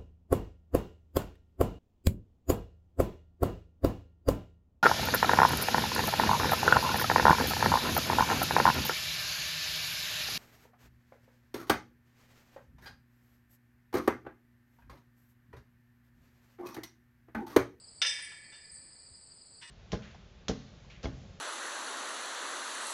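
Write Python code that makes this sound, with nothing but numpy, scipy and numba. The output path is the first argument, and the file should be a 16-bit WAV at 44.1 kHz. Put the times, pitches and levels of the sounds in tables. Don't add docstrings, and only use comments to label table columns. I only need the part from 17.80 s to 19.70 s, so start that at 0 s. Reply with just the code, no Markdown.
import sys
import numpy as np
from scipy import signal
from scipy.fft import rfft, irfft, next_fast_len
from scipy.io import wavfile
from scipy.ndimage import map_coordinates
from numba import njit

SR = 44100
rng = np.random.default_rng(int(sys.argv[2]) if len(sys.argv) > 2 else 0)


def master(y):
    cut = np.clip(np.atleast_2d(y).T, -1, 1)
    pcm = np.round(cut * 32767)
    wavfile.write(sys.argv[1], SR, pcm.astype(np.int16))


N = 83790
TIME = np.arange(N) / SR


def amp(db):
    return 10 ** (np.asarray(db) / 20)


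def unit(x):
    return x / np.sqrt(np.mean(x ** 2) + 1e-20)


def along(points, hz):
    point_hz, values = np.transpose(points)
    return np.interp(np.log(hz + 1), np.log(point_hz + 1), values)


def filtered(x, gain):
    size = next_fast_len(len(x) + 8192)
    return irfft(rfft(x, size) * gain(np.fft.rfftfreq(size, 1 / SR)), size)[:len(x)]


def noise(spectrum):
    return unit(filtered(rng.standard_normal(N), lambda hz: amp(along(spectrum, hz))))


def wobble(knots_per_s):
    return map_coordinates(rng.standard_normal(4096), [TIME * knots_per_s], mode="wrap")


def add(track, start_s, sound):
    start = int(np.clip(round(start_s * SR), 0, N - 1))
    track[start:start + len(sound)] += sound[:N - start]


@njit
def free_decay(poles, state, count):
    out, phasors = np.zeros(count), state.copy()
    for i in range(count):
        for k in range(len(phasors)):
            out[i] += phasors[k].imag
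            phasors[k] *= poles[k]
    return out, phasors


def ring(hz, t60, contacts, scatter_db=2.5, phase_kick=0.46):
    out, onset_time = np.zeros(N), TIME[:SR // 10]
    edges = [int(np.clip(round(start_s * SR), 0, N)) for start_s, _, _ in contacts] + [N]
    poles = np.exp((2j * np.pi * hz - np.log(1000) / np.maximum(t60, .1)) / SR)
    state = 1e-10 * np.exp(2j * np.pi * rng.random(len(hz)))
    for start, stop, (start_s, rise_s, mode_db) in zip(edges, edges[1:], contacts):
        push = amp(mode_db + scatter_db * rng.standard_normal(len(hz)))
        jolt = phase_kick * np.arctan2(push, abs(state)) * rng.standard_normal(len(hz))
        struck = np.hypot(abs(state), push) * np.exp(1j * (np.angle(state) + jolt))
        transient, _ = free_decay(poles, state - struck, len(onset_time))
        add(out, start_s, transient * np.exp(-onset_time / rise_s))
        tone, state = free_decay(poles, struck, max(stop - start, 0))
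        add(out, start_s, tone)
    return out


# frequency_hz, relative_density_db
AIR_SPECTRUM = [(20, -10.5), (45, -4), (80, -1), (130, -2), (250, -8.5), (500, -11), (1000, -15.5),
                (2000, -19), (3600, -23.5), (5000, -62.5), (6000, -45.5), (10000, -65)]


def rumble(level_db=-66.5, sway_db=-0.5):
    return amp(level_db + sway_db * wobble(11)) * noise(AIR_SPECTRUM)


# frequency_hz, relative_density_db
LOW_BAND = [(3300, -35), (3900, -10.5), (4300, -0.5), (4650, 5.5), (5150, 0), (5300, -8), (5450, -53),
            (5700, -88)]
HIGH_BAND = [(6100, -72.5), (6450, -28.5), (6750, -24), (6950, -13.5), (7450, -13), (7620, -1.5), (7950, 2),
             (8400, -2.5), (8850, -2), (9020, -9), (9200, -22), (10200, -32), (10800, -76)]


def cricket_chorus(low_db=-62.5, high_db=-59, trill_hz=86.4, trill_db=1, swell_db=-0.13):
    out = np.zeros(N)
    for spectrum, level_db in [(LOW_BAND, low_db), (HIGH_BAND, high_db)]:
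        band = noise(spectrum)
        flutter_db = trill_db * wobble(2 * trill_hz) + swell_db * wobble(5.2)
        out += band * amp(level_db + flutter_db)
    return out


# centre_s, pitch_hz, level_db (before the low-pass)
NEAR_CHIRPS = [(.044, 4760, -50.5), (.084, 5160, -46.5), (.664, 4720, -61), (.704, 4650, -55.5),
               (.75, 4460, -53), (.817, 5080, -53), (.852, 4870, -52), (.9, 5040, -46.5),
               (1.129, 5110, -52.5), (1.168, 4496, -55.5), (1.268, 4790, -52.5), (1.353, 4970, -49.5),
               (1.49, 4670, -63.5), (1.521, 4700, -53), (1.616, 4970, -53.5), (1.733, 4670, -55.5),
               (1.788, 4650, -52.5)]


def cricket_chirps(far_count=50, width_s=0.0064, fall_hz_per_s=28700, cutoff_hz=5130):
    out, t = np.zeros(N), np.arange(-SR // 40, SR // 40) / SR
    far_s = rng.random(far_count) * N / SR
    far_hz = rng.normal(4818, 170, far_count)
    far_db = rng.normal(-58.5, 0.83, far_count)
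    envelope = np.exp(-.5 * (t / width_s) ** 2)
    for centre_s, pitch_hz, level_db in [*NEAR_CHIRPS, *zip(far_s, far_hz, far_db)]:
        cycles = pitch_hz * t - fall_hz_per_s * t ** 2 / 2 + rng.random()
        add(out, centre_s + t[0], amp(level_db) * envelope * np.sin(2 * np.pi * cycles))
    return filtered(out, lambda hz: 1 / (1 + (hz / cutoff_hz) ** 70))


# frequency_hz, relative_level_db, t60_s
PIPE_MODES = [(951, -28.5, 0.42), (1362, -15.5, 0.2), (1610, -26.0, 0.8), (1694, -19.0, 1.13),
              (1727, -17.5, 1.42), (1757, -23.0, 1.8), (1779, -24.0, 1.8), (1844, -15.0, 0.75),
              (1863, -26.5, 2.02), (1887, -23.5, 1.07), (1965, -23.5, 0.9), (1985, -24.5, 1.13),
              (2012, -16.5, 0.9), (2016, -27.0, 2.2), (2035, -24.0, 1.2), (2105, -27.0, 1.0),
              (2230, -23.5, 1.01), (2257, -16.0, 1.3), (2289, -23.5, 0.9), (2373, -26.5, 0.85),
              (2390, -22.0, 0.95), (2411, -27.0, 2.26), (2427, -22.5, 0.71), (2448, -25.0, 0.95),
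              (2545, -17.5, 0.63), (2576, -22.5, 0.9), (2598, -21.0, 0.6), (2729, -17.5, 0.63),
              (2747, -12.0, 0.45), (2852, -13.0, 0.5), (2879, -6.0, 0.28), (2900, -16.5, 0.53),
              (2918, -11.0, 0.2), (2977, -8.0, 0.19), (3017, -18.0, 0.4), (3201, -16.5, 0.95),
              (3229, -12.0, 0.47), (3379, -9.0, 0.2), (3427, -16.5, 0.5), (3537, -16.5, 0.3),
              (3588, 0.5, 0.38), (3608, -14.0, 0.42), (3964, -17.5, 0.3), (4004, -20.5, 0.56),
              (4091, -22.0, 0.75), (4122, -17.5, 0.28), (4696, -23.0, 0.5), (4784, -16.5, 0.63),
              (4809, -15.0, 0.75), (4856, -16.5, 0.67), (4925, -12.0, 0.6), (4949, -8.0, 0.4),
              (5109, -9.5, 0.47), (5212, -4.5, 0.24), (5236, -14.0, 0.53), (5339, -15.5, 0.6),
              (5372, -17.0, 0.6), (5555, -14.5, 0.42), (5743, -14.5, 0.33), (5763, -18.0, 0.53),
              (5907, -12.5, 0.14), (5991, -7.0, 0.28), (6014, -9.0, 0.32), (6260, -23.5, 0.6),
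              (6325, -19.5, 0.45), (6545, -21.5, 0.22)]


def pipe_modes(mistuning=0.0037, neighbour_db=-13.5, t60_ratio=1.37):
    hz, db, t60 = np.transpose(PIPE_MODES)
    detune = mistuning * (.5 + rng.random(len(hz))) * rng.choice([-1, 1], len(hz))
    neighbours = [hz * (1 + detune), db + neighbour_db, t60 * t60_ratio]
    return np.hstack([[hz, db, t60], neighbours])


def pipe_response(hz, half_width_hz=10.7):
    peaks = sum(1 / (1 + ((hz - mode_hz) / half_width_hz) ** 4) for mode_hz, _, _ in PIPE_MODES)
    return np.sqrt(1 + peaks)


# frequency_hz, relative_level_db
FRAME_SPECTRUM = [(400, -16), (520, 2), (680, -11), (930, -13), (1230, -10), (1400, -4), (1900, -1),
                  (3000, 1), (3750, -23.5), (4900, -0.5), (6000, -26), (6900, -5), (8200, 1.5),
                  (9800, -2.5)]
# frequency_hz, t60_s
FRAME_DECAY = [(400, 0.24), (1200, 1), (1800, 1), (3000, 1), (5000, 0.93), (9000, 0.88)]


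def frame_modes(count=320, total_db=-15.5):
    grid_hz = np.linspace(np.sqrt(FRAME_SPECTRUM[0][0]), np.sqrt(FRAME_SPECTRUM[-1][0]), count) ** 2
    hz = grid_hz + np.gradient(grid_hz) * (rng.random(count) - .5)
    db = along(FRAME_SPECTRUM, hz)
    power_sum_db = 10 * np.log10(np.sum(amp(db) ** 2))
    return np.array([hz, db - power_sum_db + total_db, along(FRAME_DECAY, hz)])


# start_s, level_db, tilt_db_per_octave, clatter_offset_db, rise_s
PANEL_KNOCKS = [(0.2167, -30, -1.5, 4, 0.00047), (0.2224, -36, 0.5, 7.5, 0.00049),
                (.247, -38.5, -3.5, 8, .0008), (0.262, -36, 6.5, -0.5, .003), (.387, -51.5, -3, 11, .004),
                (0.433, -52.5, 0.5, -7, .006), (.515, -58, -6.5, 9, .005), (0.719, -56, -6.5, 2.5, 0.0099),
                (1.812, -54.5, -3, 10.5, 0.012), (1.874, -64, 2, 13, 0.0063)]
# frequency_hz, relative_density_db
CLATTER_SPECTRUM = [(100, -44), (330, -39), (520, -23), (680, -22.5), (900, -2.5), (1200, -13.5),
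                    (1500, 1.5), (2900, 2.5), (5200, 1.5), (7000, -8.5), (9500, -7), (11000, -31)]


def panel(tilt_pivot_hz=3110, base_clatter_t60_s=0.06):
    hz, db, t60 = np.hstack([pipe_modes(), frame_modes()])
    octaves = lambda f: np.log2((f + 100) / tilt_pivot_hz)
    contacts = [(start_s, rise_s, db + level_db + tilt * octaves(hz))
                for start_s, level_db, tilt, _, rise_s in PANEL_KNOCKS]
    out = ring(hz, t60, contacts)
    steel_noise = unit(filtered(noise(CLATTER_SPECTRUM), pipe_response))
    for start_s, level_db, tilt, clatter_offset_db, rise_s in PANEL_KNOCKS:
        shifted_noise = np.roll(steel_noise, rng.integers(N))
        clatter = filtered(shifted_noise, lambda f: amp(tilt * octaves(f)))
        clatter_t60_s = base_clatter_t60_s + 10 * rise_s
        envelope = (1 - np.exp(-TIME / rise_s)) * amp(-60 * TIME / clatter_t60_s)
        add(out, start_s, clatter * envelope * amp(level_db + clatter_offset_db))
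    return out


# start_s, ring_db, rattle_db, rattle_pitch_hz
CHAIN_SHAKES = [(.265, -61.5, -47, 8600), (0.289, -64, -41.5, 7880), (.423, -61, -43.5, 9070),
                (.915, -59.5, -47.5, 8528), (.943, -56.5, -51.5, 7750)]
# frequency_hz, relative_level_db, t60_s
LINK_MODES = [(7914, -2, .8), (7960, -2, 1), (8047, -6, .75), (8214, -3, .9), (8275, -7, .5), (8461, 2, .4),
              (8616, -2, 1.4), (8798, -5, .35)]


def chain(rise_s=0.0014, rattle_width_hz=194, rattle_t60_s=0.2, highpass_hz=3900):
    hz, db, t60 = np.transpose(LINK_MODES)
    out = ring(hz, t60, [(start_s, rise_s, db + ring_db) for start_s, ring_db, *_ in CHAIN_SHAKES])
    envelope = (1 - np.exp(-TIME / rise_s)) * amp(-60 * TIME / rattle_t60_s)
    for start_s, _, rattle_db, pitch_hz in CHAIN_SHAKES:
        collisions = rng.standard_normal(N) * amp(0.94 * wobble(260))
        resonance = lambda f: 1 / (1 + ((f - pitch_hz) / rattle_width_hz) ** 2) ** 0.85
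        rattle = unit(filtered(collisions, resonance))
        add(out, start_s, amp(rattle_db) * envelope * rattle)
    return filtered(out, lambda f: 1 - 1 / (1 + (f / highpass_hz) ** 20))


# start_s, level_db
HOOF_FALLS = [(0.453, -65), (0.922, -56.5), (0.987, -59), (1.313, -52.5)]


def hooves(pitch_hz=74, rise_s=0.0075):
    out = np.zeros(N)
    envelope = TIME / rise_s * np.exp(1 - TIME / rise_s)
    thud = envelope * np.sin(2 * np.pi * pitch_hz * TIME)
    for start_s, level_db in HOOF_FALLS:
        add(out, start_s, amp(level_db) * thud)
    return out


# start_s, gain_db
GATE_NUDGES = [(1.821, 5.5), (1.874, -4)]
# frequency_hz, level_db
GATE_MODES = [(950, -70.5), (1078, -68.5), (1260, -68.5), (1760, -62.5), (1884, -57.5), (1995, -64),
              (2557, -61.5), (2880, -61), (4055, -64), (5550, -66), (6255, -79)]


def gate(t60_s=0.41, rise_s=0.0052):
    hz, db = np.transpose(GATE_MODES)
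    return ring(hz, t60_s, [(start_s, rise_s, db + gain_db) for start_s, gain_db in GATE_NUDGES])


def scene(steel_highpass_hz=420):
    highpass = signal.butter(2, steel_highpass_hz, "highpass", fs=SR, output="sos")
    steel = signal.sosfilt(highpass, panel() + gate() + chain())
    return (steel + cricket_chirps() + cricket_chorus() + rumble() + hooves())[None]


def record(dry, cutoff_hz=10050):
    lowpass = lambda hz: 1 / np.sqrt(1 + (hz / cutoff_hz) ** 160)
    return np.array([filtered(channel, lowpass) for channel in dry])


dry = scene()
out = record(dry)
master(out)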